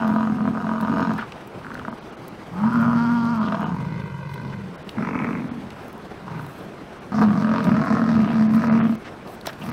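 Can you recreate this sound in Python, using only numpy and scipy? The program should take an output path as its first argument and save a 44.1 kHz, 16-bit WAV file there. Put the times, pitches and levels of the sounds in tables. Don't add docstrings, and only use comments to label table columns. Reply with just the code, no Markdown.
import sys
import numpy as np
from scipy import signal
from scipy.io import wavfile
from scipy.ndimage import uniform_filter1d

SR = 44100
rng = np.random.default_rng(int(sys.argv[2]) if len(sys.argv) > 2 else 0)


def wav_record(signal):
    frames = np.transpose(np.atleast_2d(signal))
    bounded = np.clip(frames, -1, 1)
    quanta = np.round(bounded * 32767).astype(np.int16)
    wavfile.write(sys.argv[1], SR, quanta)


def volts_from_db(level):
    exponent = np.asarray(level, float) / 20
    return 10 ** exponent


N = 428652


def evened(x, span_s=0):
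    power = uniform_filter1d(x ** 2, round(span_s * SR)) if span_s else np.mean(x ** 2)
    return x / np.sqrt(abs(power) + 1e-14)


def smooth_twice(x, size):
    return uniform_filter1d(uniform_filter1d(x, size=size), size=size)


def drift(n, per_s):
    return evened(smooth_twice(rng.standard_normal(n), round(SR / per_s)))


def beats(rate_hz, jitter):
    wander = evened(smooth_twice(rng.standard_normal(len(rate_hz)), 400))
    return np.cumsum(rate_hz * np.exp(jitter * wander)) / SR


def add(mix, start_s, sound):
    part = mix[round(start_s * SR):][:len(sound)]
    part += sound[:len(part)]


def peaked(x):
    return x / abs(x).max()


def resonate(x, hz, width_hz):
    turn = np.exp(2j * np.pi * np.cumsum(hz * np.ones(len(x))) / SR)
    r = np.exp(-np.pi * width_hz / SR)
    return 2 * (turn * signal.lfilter([1 - r], [1, -r], x / turn)).real


def resonate_twice(x, hz, first_width_hz, second_width_hz):
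    return resonate(resonate(x, hz, first_width_hz), hz, second_width_hz)


def tract(x, modes, opening):
    out = 0
    for k, (hz, width_hz, level_db) in enumerate(modes):
        out = out + (-1) ** k * volts_from_db(level_db) * resonate(x, hz * opening, width_hz)
    return out


def band_air(hz, width_hz, length_s):
    air = resonate_twice(rng.standard_normal(round(length_s * SR)), hz, width_hz, 2 * width_hz)
    return evened(air) * signal.windows.tukey(len(air), .6)


def coloured(colour, patch_db, flicker_db, size):
    frames, hz = 4 * N // size + 5, np.fft.rfftfreq(size, 1 / SR)
    a, b, patches = rng.standard_normal((frames, len(hz), 3)).T
    patches = evened(uniform_filter1d(uniform_filter1d(patches, size=9, axis=0), size=9, axis=1))
    flicker = evened(uniform_filter1d(rng.standard_normal(frames), size=3))
    colour_hz, colour_db = np.transpose(colour)
    level_db = np.interp(np.log(hz + 1), np.log(colour_hz + 1), colour_db)
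    z = (a + 1j * b) * volts_from_db(level_db[:, None] + patch_db * patches + flicker_db * flicker)
    return evened(signal.istft(z, nperseg=size, noverlap=size * 3 // 4)[1][:N])


# pitch_hz, density_db
WASH = [(15, -39.5), (25, -21), (166, 1), (236, -2), (270, -4.5), (384, -2.5), (476, -6.5), (754, -8.5),
        (1520, -13.5), (1740, -17), (2910, -23.5), (3160, -25), (16000, -49.5)]


def wash():
    return volts_from_db(-38) * coloured(WASH, patch_db=1.58, flicker_db=1.26, size=1024)


# pitch_hz, level_db
BRUSH_COLOUR = [(2500, -25), (4500, -8), (7000, -3), (10000, -1), (15500, 0), (16500, -30)]
# centre_s, length_s, level_db
STROKES = [(0.107, 0.056, -62), (0.813, 0.027, -58), (2.787, 0.061, -60), (4.327, 0.027, -63),
           (4.9, 0.018, -56), (5.85, 0.069, -62), (6.51, .12, -58.5), (7.214, .05, -61), (7.66, 0.023, -55),
           (8.547, .03, -54), (8.635, 0.036, -61.5), (8.905, 0.054, -59), (9.316, 0.048, -55.5),
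           (9.493, 0.026, -51), (9.676, 0.079, -54)]


def brush(herd):
    rustle_db, breath_db, cracks_per_s = -80, -54, 300
    cracks = volts_from_db(2.1 * np.minimum(rng.exponential(1, N), 4)) * (rng.random(N) < cracks_per_s / SR)
    stem_modes = [(4000, 3000, -50), (8300, 4000, 35), (13000, 5500, -27.5)]  # pitch_hz, width_hz, level_db
    cracks = tract(cracks * rng.choice([-1, 1], N), stem_modes, 0.62)
    hiss = coloured(BRUSH_COLOUR, patch_db=1.5, flicker_db=4, size=1024) + .15 * evened(cracks)
    t = np.arange(N) / SR
    strokes = sum(volts_from_db(db) * np.exp(-((t - s) / length_s) ** 2) for s, length_s, db in STROKES)
    breath = volts_from_db(breath_db) * abs(uniform_filter1d(herd ** 2, size=SR // 5)) ** .25
    stirring = np.sqrt(volts_from_db(rustle_db) ** 2 + strokes ** 2)
    return stirring * hiss + breath * resonate(np.roll(hiss, SR), 5500, 5000)


# start_s, peak_db, low_over_peak_db
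SNAPS = [(0.078, -37, 7), (0.811, -26, -1), (1.0077, -48, 16), (1.136, -40, 7), (1.181, -41, 8),
         (1.21, -43, 5), (1.321, -43, -3), (1.475, -27, -19), (1.595, -54, 0), (1.744, -39, 7),
         (1.793, -44, 6), (2.024, -56, 4), (2.187, -54, -1), (2.224, -48, 1), (3.36, -42, 6),
         (2.282, -19, -29), (3.6067, -31, -25), (4.341, -30.5, 4), (4.8932, -39, 15.5), (5.705, -49.5, 17),
         (5.8816, -28, -24), (5.929, -30, -21), (5.9798, -37, -10), (6.465, -30, -6), (7.215, -38, 0),
         (7.643, -32.5, 8), (8.547, -29.5, 2), (8.7162, -66, 10), (8.8373, -52, 1), (8.9531, -35, 0),
         (9.2748, -36, 3), (9.412, -42, 12), (9.46, -38, 12), (9.4696, -32, 21), (9.532, -40, 12)]


def snaps():
    lead_s = .01
    out, t = np.zeros(N), np.arange(2600) / SR - lead_s
    for s, db, low_db in SNAPS:
        envelope = (t > 0) * volts_from_db(-60 * t / 0.0044) + 0.06 * np.exp(-(t / 0.008) ** 2)
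        burst = rng.standard_normal(len(t)) * envelope
        high, low = np.diff(burst, prepend=0), resonate(burst, 3500, 2000)
        add(out, s - lead_s, volts_from_db(db) * (0.6 * peaked(high) + volts_from_db(low_db - 0.5) * peaked(low)))
    return out


def slope_echo(herd):
    t = np.arange(SR // 4) / SR
    hits = rng.choice([-1, 1], len(t)) * (rng.random(len(t)) < 1500 / SR)
    slope = hits * volts_from_db(-60 * t / .25) * (t > .004)
    return volts_from_db(-13) * signal.oaconvolve(herd, slope / np.linalg.norm(slope))[:N]


# start_s, length_s, level_db, centre_hz, width_hz
PUFFS = [(1.177, 0.029, -30, 1540, 349.4), (1.207, 0.044, -33.5, 1170, 501), (1.237, 0.028, -44, 950, 350),
         (1.319, 0.0065, -35, 1980, 1500), (1.79, 0.0066, -47, 2900, 900), (3.48, 0.011, -40, 2750, 900),
         (3.547, 0.0096, -41.5, 2600, 1200), (5.701, 0.012, -43, 2180, 1200), (4.52, 0.033, -38, 1400, 700),
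         (4.89, 0.0065, -33.5, 2820, 1560), (7.127, 0.091, -49.5, 5200, 1210), (7.22, .03, -48, 4200, 600),
         (7.552, .3, -58, 4850, 900), (8.248, .13, -53, 2980, 900), (2.018, 0.014, -54, 2950, 700),
         (9.464, .03, -43, 5370, 500), (9.471, 0.026, -44, 3500, 500), (3.441, 0.042, -46.5, 3240, 1500),
         (3.52, 0.013, -41.5, 2380, 1500), (3.831, .25, -50, 2100, 300), (8.7, .2, -40, 320, 60),
         (9.034, 0.065, -41, 1460, 1510), (9.454, 0.0069, -30, 863, 900), (9.471, 0.01, -24.5, 630, 600),
         (9.481, 0.027, -34, 1200, 1200), (9.609, 0.032, -42, 2650, 504)]


def puffs():
    out = np.zeros(N)
    for s, length_s, db, hz, width_hz in PUFFS:
        add(out, s, volts_from_db(db) * band_air(hz, width_hz, length_s))
    return out


# start_s, length_s, level_db, first_hz, last_hz, width_hz
SWEEPS = [
    (1.175, 0.088, -39, 1730, 880, 230),
    (2.62, 0.07, -30, 660, 1550, 230),
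    (1.18, 0.053, -47, 3800, 2300, 1000),
]


def sweeps():
    out = np.zeros(N)
    for s, length_s, db, first_hz, last_hz, width_hz in SWEEPS:
        hz = np.linspace(first_hz, last_hz, round(length_s * SR))
        add(out, s, volts_from_db(db) * band_air(hz, width_hz, length_s))
    return out


# start_s, peak_db, mouth_hz
CLICKS = [(1.615, -32, 991), (1.647, -27, 1450), (1.667, -24, 1400), (1.7046, -24.5, 1150),
          (1.717, -24, 1450), (1.7529, -22.5, 1470), (1.778, -28, 1490), (1.7963, -23.5, 1270),
          (1.815, -28, 1010), (1.8506, -21.5, 1340), (2.0243, -36, 953), (3.7248, -22, 930),
          (3.765, -23.5, 950), (3.8024, -25, 970), (3.8514, -25, 982), (9.47, -28, 1490),
          (3.484, -25, 1400), (3.677, -30, 1010), (3.745, -22, 900), (3.785, -25, 940), (4.985, -21.5, 900),
          (5.074, -20, 980), (5.165, -30, 2200), (5.19, -21, 2160), (5.216, -27, 2200), (5.245, -23, 2100),
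          (5.33, -28, 2270), (5.026, -25, 902), (5.0495, -22, 945), (5.1472, -22, 1310),
          (5.1924, -24, 1220), (5.2778, -23, 1210), (5.39, -32, 1320), (5.5704, -39, 1375),
          (6.2806, -22, 980), (6.396, -26, 1280)]


def clicks():
    out, click = np.zeros(N), signal.unit_impulse(2000)
    knock = peaked(resonate(click, 285, 70))
    for s, db, hz in CLICKS:
        ring = resonate(click, hz, 185) - 0.19 * resonate(click, 1.22 * hz, 880)
        add(out, s, volts_from_db(db) * (peaked(ring) + 0.23 * knock))
    return out


# time_s, pitch_factor
JAW = [(0, 1), (2.3, 1), (2.55, .86), (2.72, 1.02), (2.95, 1), (7.66, 0.99), (7.8, 1.12), (8.05, 1.08),
       (8.2, 1.02), (8.55, 1.05), (8.7, 1.03), (8.9, 0.99)]


def jaw_factor(t):
    return np.interp(t, *np.transpose(JAW))


# start_s, peak_db
SLAPS = [(0.031, -14.5), (0.054, -16), (0.077, -17), (0.1, -16), (0.124, -18), (0.161, -13), (0.272, -16),
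         (0.384, -20), (0.406, -17), (0.453, -16.5), (0.476, -11.5), (0.55, -18), (0.573, -14),
         (0.668, -16), (0.692, -14), (0.714, -17), (0.753, -18), (0.83, -15), (0.881, -12.5), (0.925, -15),
         (0.97, -11.5), (0.995, -9.5), (1.018, -12), (1.106, -12.5), (1.881, -14.5), (1.926, -21.5),
         (2.634, -16), (3.523, -12.5), (3.544, -13), (3.568, -20), (3.611, -17), (3.628, -14), (7.127, -21),
         (7.184, -13.5), (7.219, -7), (7.539, -15), (7.605, -15), (7.628, -19), (7.652, -18), (7.674, -19),
         (7.722, -16), (7.747, -15), (7.769, -19), (7.796, -15), (7.82, -14), (7.845, -16.5), (7.87, -11.5),
         (7.924, -12), (7.944, -19), (7.968, -11), (7.994, -16), (8.017, -17), (8.041, -17), (8.165, -18),
         (8.275, -15), (8.33, -17), (8.638, -11), (8.809, -15)]
# pitch_hz, width_hz, level_db
NEAR_MOUTH = [(475, 14, -1), (650, 28, 0), (955, 60, -2), (1215, 65, -3), (1510, 135, -9.5)]


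def slaps():
    out, click = np.zeros(N), signal.unit_impulse(2500)
    knock = peaked(resonate_twice(click, 215, 60, 120))
    damped = [(hz, 1.6 * width_hz, db) for hz, width_hz, db in NEAR_MOUTH]
    for s, db in SLAPS:
        lift = jaw_factor(s) * rng.uniform(.98, 1.03)
        ring = resonate(tract(click, damped, lift), 1150, 1300)
        add(out, s, volts_from_db(min(db, -8) - 1) * (peaked(ring) + .3 * knock))
    return out


FOLDS = {"growl": (2.5, .33, 6, .48), "rattle": (6.5, .2, 0, 0), "moan": (2, .4, 2.5, .76),
         "held": (1, .24, 5, .88), "grunt": (3.4, .4, 0, .05), "rasp": (5.2, .72, 0, .1),
         "hoot": (2.6, .4, 0, .7), "roar": (2.5, .48, 5, .6), "torn": (2.5, .46, 5, .42),
         "hum": (3, .5, 2, .68)}
# start_s, way, rasp_db
CHANGES = [(0, "growl", 1.5), (.9, "growl", 5), (1.4, "rattle", -12), (2.3, "moan", -6),
           (2.96, "held", 0.5), (3.42, "torn", 3.5), (3.75, "grunt", 11), (4.48, "moan", 14),
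           (4.85, "rasp", 14), (6, "hoot", 7), (7, "roar", 0), (7.38, "torn", 2), (7.6, "torn", 3.5),
           (7.9, "torn", 0.5), (8.07, "hum", 5.5), (8.87, "rattle", 6.5), (9.3, "growl", 11.5)]


def folds(t):
    glide_s = .03
    ways = np.array([(*FOLDS[way], rasp_db) for _, way, rasp_db in CHANGES])
    now = np.searchsorted([s for s, *_ in CHANGES], t, side="right") - 1
    return uniform_filter1d(ways[now], size=round(glide_s * SR), axis=0, mode="nearest").T


# time_s, pitch_hz
TONGUE = [(0, 673), (.22, 656), (.3, 742), (.55, 736), (.75, 627), (1.05, 660), (1.16, 750), (3.4, 620),
          (3.72, 740), (7.1, 710), (7.35, 697), (7.45, 600), (7.6, 600), (7.8, 657), (8.1, 630), (8.2, 677),
          (8.55, 678), (8.66, 617), (8.8, 684.6)]
# lowest_hz, highest_hz
TONGUE_RANGE = (620, 670)


def moving_mouth(modes, t):
    wobble_share, flutter_db, jaw_above_hz = .01, 1.5, 800
    tongue_hz, jaw = np.interp(t, *np.transpose(TONGUE)), jaw_factor(t)
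    moved = []
    for hz, width_hz, db in modes:
        if TONGUE_RANGE[0] < hz < TONGUE_RANGE[1]:
            pitch_hz = tongue_hz
        else:
            pitch_hz = hz * (jaw if hz > jaw_above_hz else 1) * (1 + wobble_share * drift(len(t), 8.1))
        moved.append((pitch_hz, width_hz, db + flutter_db * drift(len(t), 25)))
    return moved


def bellow(rows, mouth, rasp, chest_width_hz, growl_db, growl_hz):
    s, *columns = np.transpose(rows)
    t = np.arange(s[0], s[-1], 1 / SR)
    chest_db, chest_hz, mouth_db = (np.interp(t, s, c) for c in columns)
    cycles, rough, weak_db, sung, rasp_db = folds(t)
    turns = beats(chest_hz / cycles, .3 * rough ** 2)
    beat = turns.astype(int)
    size = volts_from_db(2.8 * rough * rng.standard_normal(400)[beat] - weak_db * (beat % 2))
    pulses = size * (np.diff(beat, prepend=0) > 0)
    air_puffs = evened(size * (.25 + np.exp(-(turns % 1) / .35)) * rng.standard_normal(len(t)))
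    drive = evened(pulses) + air_puffs * 1.3 * rough

    tone = evened(resonate_twice(drive, chest_hz, chest_width_hz, 60), .06)
    tone = (1 - sung) * tone + sung * 1.6 * np.sin(2 * np.pi * beats(chest_hz, .04 * rough))

    flap = np.diff(beats(44 + 0 * t, .18).astype(int), prepend=0) > 0
    flaps = evened(flap * rng.uniform(.5, 1, len(t)))
    growl = evened(resonate_twice(flaps + .5 * drive, growl_hz, 60, 150), .1)
    rumble = evened(resonate_twice(flaps + drive, 118.4, 30, 35), 0.21)
    growl = growl + volts_from_db(-27 - growl_db) * rumble

    upper = resonate(tract(drive + .6 * rough * flaps, moving_mouth(mouth, t), 1), 1053, 960)
    patchy = [(hz, .6 * width_hz, db + 1.8 * drift(len(t), 12)) for hz, width_hz, db in rasp]
    air = resonate(tract(.5 * drive + air_puffs, patchy, 1), 3500, 7000)
    upper = evened(upper, 0.074) + evened(air, 0.39) * volts_from_db(rasp[0][2] + 2.5 + rasp_db)
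    voice = evened(tone + volts_from_db(growl_db) * growl, 0.11) + volts_from_db(mouth_db) * upper
    return s[0], volts_from_db(chest_db) * voice * signal.windows.tukey(len(t), 0.0049 / (s[-1] - s[0]))


PITCH_SHAPE = [.95, 1.04, .93, 0.95]


def grunt(start_s, length_s, chest_db, chest_hz, mouth_db):
    rise_s, fall_s, edge_db, sag_db = 0.066, 0.0715, -15, -1
    s = start_s + np.array([0, rise_s, length_s - fall_s, length_s])
    level_db = chest_db + edge_db * np.array([1, 0, 0, 1]) + sag_db * (s > start_s + rise_s)
    return np.transpose([s, level_db, chest_hz * np.array(PITCH_SHAPE), mouth_db + 0 * s])


# pitch_hz, width_hz, level_db
CLEAR_MOUTH = [(586, 45, -3), (670, 90, -8), (965, 80, 1), (1200, 70, 0), (1398, 110, 0)]
THIRD_MOUTH = [(455, 16, 5), (647.5, 60, 2.5), (953, 54, 0), (1200, 110, -1), (1647, 270, -9)]
FAR_MOUTH = [(440, 23, -7), (944, 61, 6.5), (1220, 66, 2), (1536, 78, 2.5)]
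SECOND_MOUTH = [(426, 68, 13), (1030, 160, 2.5), (1280, 190, 3), (2220, 310, 2.5), (2600, 140, -2)]
# pitch_hz, width_hz, level_over_mouth_db
NEAR_RASP = [(2350, 500, -27), (3000, 500, -27), (3900, 700, -31), (5400, 600, -36), (6600, 250, -31)]
CLEAR_RASP = [(2090, 600, -23.5), (3220, 340, -21), (4480, 1800, -27.5), (5600, 260, -41)]
THIRD_RASP = [(1830, 990, -19.5), (2640, 1900, -22.5), (4470, 4100, -30.5), (6300, 2800, -45.5)]
FAR_RASP = [(2064, 290, -21), (2530, 800, -26), (4040, 2200, -36)]
SECOND_RASP = [(3260, 1200, -48.5), (5900, 2200, -30)]
# time_s, chest_db, chest_hz, mouth_over_chest_db
NEAR_BELLOW = [(0.0, -24.5, 227, -2), (0.122, -18.5, 213, -13), (0.19, -23, 224.3, -4),
               (0.328, -20.5, 210.8, -15.5), (0.368, -24.5, 212.1, -15), (0.486, -18.5, 214.9, -18),
               (0.52, -25.5, 217.2, -15.5), (0.614, -30, 214.7, -1.5), (0.63, -27, 217.4, -9)]
NEAR_ENDING = [(0.62, -27, 212.2, -9), (0.71, -23.5, 218.8, -7.5), (0.786, -28, 227.8, -3.5),
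               (0.85, -19.5, 208.7, -11), (0.88, -29, 217.9, 0), (0.908, -20, 227.9, -11),
               (1.048, -23, 226.4, -4.5), (1.136, -20, 213.2, -13.5), (1.22, -43.5, 221.5, 6.5)]
CLEAR_BELLOW = [(2.51, -35.5, 160, -19), (2.58, -28.5, 189, -6), (2.65, -14, 215.7, -17.5),
                (2.71, -23, 241.5, -6), (2.78, -15, 231.4, -10.5), (3.11, -18, 237.3, -10.5),
                (3.23, -18.5, 233.3, -11), (3.33, -19.5, 233.3, -10), (3.45, -23, 200.8, -9)]
THIRD_OPENING = [(7.118, -21, 209.5, -12), (7.15, -23.5, 205.7, -9), (7.21, -11, 216.5, -17),
                 (7.224, -16, 215.4, -2.5), (7.268, -12.5, 210.5, -19.5), (7.402, -18, 211.7, -13),
                 (7.584, -22, 225.7, -4.5), (7.64, -26.5, 196, -6.5), (7.655, -20, 195.2, -5)]
THIRD_BELLOW = [(7.645, -24.5, 197.9, -7), (7.687, -13.5, 209.6, -14.5), (7.805, -18.5, 212.1, -11.5),
                (7.869, -25.5, 227.5, -4), (7.931, -15.5, 213.9, -12), (7.989, -20.5, 225.1, -8.5),
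                (8.173, -14, 223.9, -18.5), (8.247, -18.5, 206, -12.5), (8.27, -18, 210, -20)]
THIRD_ENDING = [(8.26, -24, 213.5, -12), (8.304, -20, 231.4, -11.5), (8.414, -15, 218.8, -17.5),
                (8.494, -20, 217.7, -17.5), (8.55, -13.5, 215.7, -19), (8.634, -22, 235.5, -10),
                (8.706, -14, 225.4, -14), (8.856, -15.5, 225.7, -17.5), (8.957, -23.5, 211.1, -19)]
FAR_RATTLE = [(3.7, -26, 166.1, -19), (3.98, -24, 177.3, -16), (4.16, -28.5, 157.2, -13.5),
              (4.38, -30, 156.1, -11), (4.43, -25, 217.3, -16.5), (4.66, -31, 187.7, -25),
              (4.78, -44, 167.2, -23)]
FAR_HOOT = [(6.2, -53, 190.2, -10), (6.26, -36.5, 185.8, -10), (6.36, -32.5, 164.9, -8),
            (6.45, -36.5, 140.1, -7), (6.51, -51, 124, -7)]
SECOND_GRUNT = [(4.962, -34, 209, -30), (4.972, -22, 206.2, -16), (5.03, -27.5, 225.4, -5),
                (5.25, -25.5, 230, -5), (5.39, -27, 233, -10), (5.49, -31, 227.5, -17.5),
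                (5.68, -37, 222.2, -17), (5.76, -55, 215, -11)]
# start_s, length_s, chest_db, chest_hz, mouth_over_chest_db
NEAR_GRUNTS = [(3.37, .39, -23, 207, -7.5)]
THIRD_GRUNTS = [(9.589, 0.24, -29.5, 197.3, -9.5)]
FAR_GRUNTS = [(1.6, .4, -39.5, 236, -7.5)]


def bulls():
    herd = slaps() + puffs() + clicks() + sweeps()
    near = [NEAR_BELLOW, NEAR_ENDING] + [grunt(*g) for g in NEAR_GRUNTS]
    third = [THIRD_OPENING, THIRD_BELLOW, THIRD_ENDING] + [grunt(*g) for g in THIRD_GRUNTS]
    far = [FAR_RATTLE, FAR_HOOT] + [grunt(*g) for g in FAR_GRUNTS]
    # calls, mouth, rasp, chest_width_hz, growl_db, growl_hz
    voices = [(near, NEAR_MOUTH, NEAR_RASP, 28, -9, 172),
              ([CLEAR_BELLOW], CLEAR_MOUTH, CLEAR_RASP, 22, -10, 162),
              (third, THIRD_MOUTH, THIRD_RASP, 28, -9.5, 168),
              (far, FAR_MOUTH, FAR_RASP, 45, -4, 140),
              ([SECOND_GRUNT], SECOND_MOUTH, SECOND_RASP, 90, -5, 175)]
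    for calls, *throat in voices:
        for rows in calls:
            add(herd, *bellow(rows, *throat))
    return signal.sosfilt(signal.butter(3, [60, 7500], "band", fs=SR, output="sos"), herd)


def scene():
    herd = bulls()
    return (wash() + brush(herd) + snaps() + slope_echo(herd) + herd)[None]


def low_pass(x):
    return signal.sosfilt(signal.butter(12, 16920, fs=SR, output="sos"), x)


# start_s, equal_s, end_s, delay_s
TWIN = (3.6, 4.19, 4.9, 0.002)
# pitch_hz, width_hz
DIPS = [(6955, 300), (13900, 400)]
# start_s, length_s, cut_hz
DROPS = [(.18, .016, 6000), (1.894, .022, 5500), (1.99, .02, 6500), (2.108, .016, 6000),
         (2.155, .016, 3500), (3.64, .02, 4500), (2.78, .016, 8000), (3.385, .02, 5000), (4.76, .02, 4000),
         (4.83, .016, 5000), (5.485, .03, 4500), (6.99, .016, 6000), (8.47, .026, 5500), (8.68, .04, 4600),
         (8.795, .04, 4300), (8.96, .02, 6500), (9.7, .018, 6500)]


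def record(dry):
    start_s, equal_s, end_s, delay_s = TWIN
    share = np.interp(np.arange(N) / SR, [start_s, equal_s, end_s], [0, .5, 0])
    x = (1 - share) * dry + share * np.roll(dry, round(delay_s * SR), axis=1)
    for hz, width_hz in DIPS:
        x = signal.lfilter(*signal.iirnotch(hz, hz / width_hz, SR), x)
    x = .7 * np.tanh(x / .7)
    for s, length_s, cut_hz in DROPS:
        part = slice(round(s * SR), round((s + length_s) * SR))
        treble = signal.sosfiltfilt(signal.butter(6, cut_hz, "high", fs=SR, output="sos"), x[:, part])
        x[:, part] -= treble * signal.windows.tukey(treble.shape[1], .4)
    band_limit = signal.firwin(511, 15900, window=("kaiser", 9), fs=SR)
    return low_pass(signal.oaconvolve(x, band_limit[None], "same"))


dry = scene()
out = record(dry)
wav_record(out)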